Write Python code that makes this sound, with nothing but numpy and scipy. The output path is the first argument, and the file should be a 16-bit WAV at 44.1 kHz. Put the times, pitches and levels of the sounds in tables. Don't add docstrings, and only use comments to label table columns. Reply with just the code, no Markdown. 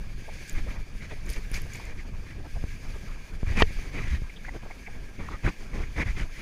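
import sys
import numpy as np
from scipy import signal
from scipy.fft import rfft, irfft, next_fast_len
from scipy.io import wavfile
from scipy.ndimage import uniform_filter1d, map_coordinates

SR = 44100
rng = np.random.default_rng(int(sys.argv[2]) if len(sys.argv) > 2 else 0)


def gain_from_db(level_db):
    decades = np.asarray(level_db, float) / 20
    return 10 ** decades


def materialize(psi):
    bounded = np.clip(np.atleast_2d(psi).T, -1, 1)
    quanta = np.round(bounded * 32767).astype(np.int16)
    wavfile.write(sys.argv[1], SR, quanta)


N = 283061

# (time [s], rms [dB])
WIND = [(0.0, -31), (0.36, -37), (0.53, -32), (0.75, -34.5), (2.95, -32), (3.13, -33.5), (3.41, -35),
        (3.63, -28), (3.86, -35.5), (4.15, -21), (4.34, -39), (5.38, -33), (5.52, -43.5), (5.74, -37),
        (5.93, -27), (6.42, -35.5)]
# (frequency [Hz], density [dB per Hz])
BUFFET_COLOUR = [(8, -6.5), (20, 3), (45, -8.5), (150, -21), (500, -48.5)]
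ROCKING_COLOUR = [(12, -9), (30, -0.5), (70, -2.5), (130, -10.5), (250, -29.5)]
FLUTTER_COLOUR = [(80, -9), (200, 0), (450, -7.5), (800, -14), (1300, -14), (2000, -27), (3600, -28)]
RUSH_COLOUR = [(800, -18.5), (1400, -13.5), (1900, -0.5), (2380, -0.5), (2750, -13.5), (3600, -19),
               (4200, -20)]
# (time [s], rms [dB])
GLIDE = [(0.0, -52.5), (0.18, -53), (0.52, -48.5), (0.84, -55), (1.77, -49), (2.0, -55), (2.34, -55.5),
         (2.88, -50.5), (3.34, -54.5), (3.65, -48.5), (3.98, -50.5), (4.27, -54), (5.68, -53.5),
         (5.93, -52), (6.27, -52), (6.42, -49)]
# (resonance [Hz], width [Hz], level [dB])
CAVITY = [(1623, 110, 2.5), (2330, 294, 3), (3540, 640, -9.5), (4610, 756, -7), (6530, 930, -11.5),
          (9500, 1620, -16)]
# (start [s], end [s], rush strength [dB], shaking over blowing [dB])
GUSTS = [(0.296, 0.433, -56, 8), (0.553, 0.601, -43.5, 2.5), (0.655, 0.783, -53.5, 7),
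         (1.01, 1.067, -45.5, -1.5), (1.092, 1.148, -47, -4), (1.263, 1.387, -47, -4),
         (1.533, 1.597, -43, -10), (1.691, 1.935, -49.5, -2), (1.972, 2.017, -48, -2.5),
         (2.258, 2.329, -50.5, 3), (3.052, 3.126, -55, 7), (3.466, 3.545, -40.5, -1.5),
         (3.561, 3.621, -24.5, -3.5), (3.66, 3.9, -53.5, -0.5), (3.926, 4.046, -42.5, -3),
         (4.05, 4.176, -42.5, -6), (4.447, 4.5, -49.5, -4), (4.544, 4.572, -53.5, 11),
         (5.18, 5.262, -51, 7), (5.26, 5.36, -48, 4.5), (5.444, 5.466, -32.5, 1.5),
         (5.473, 5.497, -33, 3.5), (5.725, 5.85, -46, 1.5), (5.964, 5.99, -35, 1.5),
         (5.998, 6.027, -31, 1.5), (6.049, 6.121, -41.5, -3), (6.165, 6.232, -37.5, -6),
         (6.335, 6.418, -48.5, -10)]
# (start [s], level [dB], t60 [s])
CLOUDS = [(0.33, -54, 0.37), (1.288, -46, 0.34), (1.537, -38.5, 0.19), (1.733, -51, 0.3), (3.597, -41, 0.1)]
# (start [s], ring rms [dB], pitch [Hz], length of slipping [s])
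RUBS = [(0.276, -47.5, 730, 0.024), (0.66, -48, 520, 0.024), (1.107, -48, 490, 0.037),
        (1.538, -43.5, 2330, 0.043), (1.796, -48, 910, 0.0083), (2.553, -51, 714, 0.028),
        (2.957, -43, 287, 0.0081), (3.601, -32.5, 1010, 0.016), (4.293, -50, 2200, 0.015),
        (4.358, -55, 3380, 0.024), (4.444, -45, 1770, 0.012), (4.482, -43.5, 1970, 0.014),
        (4.479, -47, 885, 0.016), (4.534, -48, 510, 0.031), (4.651, -48.5, 423, 0.018),
        (4.707, -48, 2100, 0.018), (4.7, -49, 836, 0.016), (4.861, -46.5, 2190, 0.021),
        (4.872, -52, 750, 0.024), (5.285, -39.5, 1170, 0.0058), (5.303, -50.5, 1230, 0.067),
        (5.46, -33.5, 1690, 0.008)]
# (time [s], level [dB], pitch [Hz])
TICKS = [(0.496, -21.5, 7050), (1.257, -40, 11000), (1.264, -33, 6900), (1.2917, -30, 9600),
         (1.3, -27.5, 9000), (1.3003, -27, 5000), (1.305, -28, 11300), (1.3312, -27.5, 9050),
         (1.3366, -27.5, 5000), (1.516, -28, 2400), (1.516, -27.5, 9800), (1.5405, -25, 2300),
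         (1.543, -21, 4940), (1.6188, -29, 11200), (1.735, -26.5, 6800), (1.757, -29, 7000),
         (1.8542, -33.5, 7150)]
# (start [s], peak [dB], pitch [Hz], length [s])
LURCHES = [(0.521, -18, 18.5, 0.084), (1.515, -17.5, 28.5, 0.036), (1.279, -22, 45, 0.047),
           (1.359, -22, 18.5, 0.039), (3.47, -16.5, 54, 0.018), (3.5, -18.5, 75, 0.02),
           (3.761, -16.5, 22, 0.04), (4.105, -20, 65, 0.06), (6.058, -20, 60, 0.015),
           (6.092, -20.5, 46, 0.026)]
# (start [s], level [dB], time to zero crossing [s])
THUMPS = [(1.516, -20, 0.003), (2.64, -13, 0.0018), (3.431, -11, 0.0036), (3.707, -20, 0.0024),
          (4.22, -20, 0.0066), (5.7745, -21, 0.0015), (5.804, -17, 0.0026)]
# (start [s], level [dB])
KNOCK = (3.6215, -1.4)
# (pitch [Hz], level over the push [dB], t60 [s], rise [s])
SHELL_MODES = [(438, -18, 0.058, 0.00078), (1850, 20, 0.0105, 0.0056), (2960, -1.5, 0.0081, 0.00087),
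               (4470, -13, 0.0053, 0.00012)]

RISE_S, FALL_S = 0.047, 0.039
KNOCK_RISE_S = 0.063
USUAL_GUST_DB, POWDER_DB = -44, -55.5
POWDER_DB_PER_DB = 0.82
STEADY_FLUTTER_DB, FLUTTER_DB_PER_DB = -51.5, 0.082
ROCKING_OVER_SHAKING_DB, ROCKING_SMOOTHING_S = 9, 0.03
ROCKING_MAX_RMS = 0.058
KNOCK_TOP_HZ = 6200
TOP_HZ = 15600


def unit(x):
    return x / np.sqrt(np.mean(x ** 2) + 1e-20)


def curves(rows):
    time_s, *columns = np.transpose(rows)
    return [np.interp(np.arange(N) / SR, time_s, column) for column in columns]


def wobble(rate_hz):
    knots = rng.standard_normal(round(N * 2 * rate_hz / SR) + 9)
    return map_coordinates(knots, [np.arange(N) * rate_hz / SR])


def noise():
    return rng.standard_normal(N)


def filtered(x, response):
    size = next_fast_len(N + 8192)
    return irfft(rfft(x, size) * response(np.fft.rfftfreq(size, 1 / SR)), size)[:N]


def coloured(x, spectrum):
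    point_hz, point_db = np.transpose(spectrum)

    def response(hz):
        return gain_from_db(np.interp(np.log(hz + 1), np.log(point_hz), point_db, left=-80, right=-80))

    return unit(filtered(x, response))


def patchy(patch_db):
    bins = signal.stft(rng.standard_normal(N + 512), nperseg=512)[2]
    field = uniform_filter1d(rng.standard_normal(bins.shape), size=6, axis=0)
    field = uniform_filter1d(field, size=8, axis=1)
    return signal.istft(bins * gain_from_db(patch_db * unit(field)), nperseg=512)[1][:N]


def cavity(hz):
    response = gain_from_db(-29.0)
    for k, (centre_hz, width_hz, db) in enumerate(CAVITY):
        damping = 1j * hz * width_hz
        response = response + (-1) ** k * gain_from_db(db) * damping / (centre_hz ** 2 - hz ** 2 + damping)
    return response


def add(track, start_s, sound):
    track[round(start_s * SR):][:len(sound)] += sound


def ease(u):
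    return np.sin(np.pi / 2 * np.clip(u, 0, 1)) ** 2


def wind(rush_gain, flutter_gain):
    wind_db, = curves(WIND)
    eddies = wobble(30)
    buffet = unit(coloured(gain_from_db(2.94 * wobble(14) + 2.9 * eddies) * noise(), BUFFET_COLOUR))
    rocking = unit(coloured(gain_from_db(2.6 * eddies) * noise(), ROCKING_COLOUR))
    flutter = unit(gain_from_db(1.7 * eddies + 2.07 * wobble(90)) * coloured(patchy(2.5), FLUTTER_COLOUR))
    rush = unit(gain_from_db(0.59 * eddies + 2.57 * wobble(120)) * coloured(patchy(2.5), RUSH_COLOUR))

    shaking = uniform_filter1d(flutter_gain, size=round(ROCKING_SMOOTHING_S * SR))
    rocking_gain = ROCKING_MAX_RMS * np.tanh(gain_from_db(ROCKING_OVER_SHAKING_DB) * shaking / ROCKING_MAX_RMS)
    steady_gain = gain_from_db(STEADY_FLUTTER_DB + FLUTTER_DB_PER_DB * (wind_db - wind_db.mean()))
    all_flutter_gain = np.hypot(flutter_gain, steady_gain)
    return gain_from_db(wind_db) * buffet + rocking_gain * rocking + all_flutter_gain * flutter + rush_gain * rush


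def glide():
    hiss = unit(filtered(patchy(1.3), cavity))
    level_db = curves(GLIDE)[0] + 0.76 * wobble(8.9) + 1.27 * wobble(40)
    return gain_from_db(level_db) * hiss


def gusts():
    gains = np.zeros((3, N + SR))
    for start_s, end_s, db, shake_db in GUSTS:
        rise_s = KNOCK_RISE_S if start_s < KNOCK[0] < end_s + .03 else RISE_S
        t = np.arange(round((end_s - start_s + 0.04) * SR)) / SR
        shape = ease(t / rise_s) * ease((t[-1] - t) / FALL_S)
        powder_db = POWDER_DB + POWDER_DB_PER_DB * (db - USUAL_GUST_DB)
        levels = gain_from_db([db, db + shake_db, powder_db])
        add(gains.T, start_s - .02, np.outer(shape, levels))
    t = np.arange(SR // 2) / SR
    for start_s, db, t60_s in CLOUDS:
        add(gains[2], start_s, gain_from_db(db - 60 * t / t60_s) * ease(t / 0.005))
    return gains[:, :N]


def spray(gain):
    size_gain = gain_from_db(2.3 * np.minimum(rng.exponential(size=N), 3))
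    grains = (rng.random(N) < .15) * noise() * size_gain

    def treble(hz):
        low_cut = (hz / 3600) ** 3 / (1 + (hz / 3600) ** 3)
        return cavity(hz) * low_cut / (1 + (hz / 10000) ** 3)

    return gain * unit(filtered(grains, treble))


def rubs():
    track = np.zeros(N + SR)
    for start_s, db, hz, length_s in RUBS:
        t = np.arange(round(np.clip(length_s, .005, .08) * SR)) / SR
        slips = rng.standard_normal(len(t)) * np.hanning(len(t)) ** 0.3
        ring = signal.fftconvolve(slips, np.sin(2 * np.pi * hz * t) * t * np.exp(-t / 0.00071))
        grit = uniform_filter1d(slips, size=8) * (np.exp(-t / 0.0016) + .3)
        add(track, start_s, gain_from_db(db) * unit(ring))
        add(track, start_s, gain_from_db(db + 3) * grit)
    return track[:N]


def ticks():
    track, t = np.zeros(N + SR), np.arange(256) / SR
    chance = rng.random((len(TICKS), 6, 3))
    shower = np.array(TICKS)[:, None] * [1, 1, 0] + chance * [.07, -10, 8000] + [-.02, -11, 5000]
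    for time_s, db, hz in [*TICKS, *shower.reshape(-1, 3)]:
        crack = 0.36 * np.diff(rng.standard_normal(len(t) + 1)) * gain_from_db(-60 * t / 0.002)
        ring = np.sin(2 * np.pi * hz * t) * gain_from_db(-60 * t / 0.0038)
        add(track, time_s, gain_from_db(db) * (ring + crack) * (1 - np.exp(-t / 0.00017)))
    return track[:N]


def lurches():
    track = np.zeros(N + SR)
    for start_s, db, hz, length_s in LURCHES:
        t = np.arange(round(length_s * SR)) / SR
        add(track, start_s, gain_from_db(db) * np.sin(2 * np.pi * hz * t) * np.hanning(len(t)) ** .5)
    return track[:N]


def thumps():
    track, t = np.zeros(N + SR), np.arange(SR // 20) / SR
    for start_s, db, length_s in THUMPS:
        u = t / length_s
        add(track, start_s, gain_from_db(db) * (1 - np.exp(-t / 0.00074)) * (1 - u) * np.exp(-.6 * u))
    return track[:N]


def knock():
    track, t = np.zeros(N + SR), np.arange(SR // 20) / SR
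    start_s, db = KNOCK

    def hump(delay_s, length_s):
        return np.sin(np.pi * np.clip((t - delay_s) / length_s, 0, 1))

    push = hump(0, 0.0009) ** 2.4
    ring = np.zeros(len(t))
    for hz, mode_db, t60_s, rise_s in SHELL_MODES:
        decay = gain_from_db(mode_db - 60 * t / t60_s)
        ring += decay * np.sin(2 * np.pi * hz * t) * (1 - np.exp(-(t / rise_s) ** 3))
    waver = unit(np.convolve(rng.standard_normal(len(t)), np.hanning(70), "same"))
    ring *= gain_from_db(1.5 * waver)
    rattle_band = signal.butter(3, [600, 3600], "band", fs=SR)
    rattle = signal.lfilter(*rattle_band, rng.standard_normal(len(t)))
    rattle *= 0.5 * gain_from_db(-60 * t / 0.043) * hump(0, 0.0069)
    swing = .27 * hump(.007, .011) ** 1.1
    add(track, start_s, -gain_from_db(db) * (push + ring + rattle + swing))
    return signal.lfilter(*signal.butter(4, KNOCK_TOP_HZ, fs=SR), track[:N])


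def scene():
    rush_gain, flutter_gain, spray_gain = gusts()
    air_and_snow = wind(rush_gain, flutter_gain) + glide() + spray(spray_gain) + ticks()
    mount = rubs() + lurches() + thumps() + knock()
    return (air_and_snow + mount)[None]


def roll_off(x):
    return signal.sosfilt(signal.butter(12, 15810, fs=SR, output="sos"), x)


def record(dry):
    mix = filtered(dry[0], lambda hz: hz < TOP_HZ)[None]
    return roll_off(mix)


dry = scene()
out = record(dry)
materialize(out)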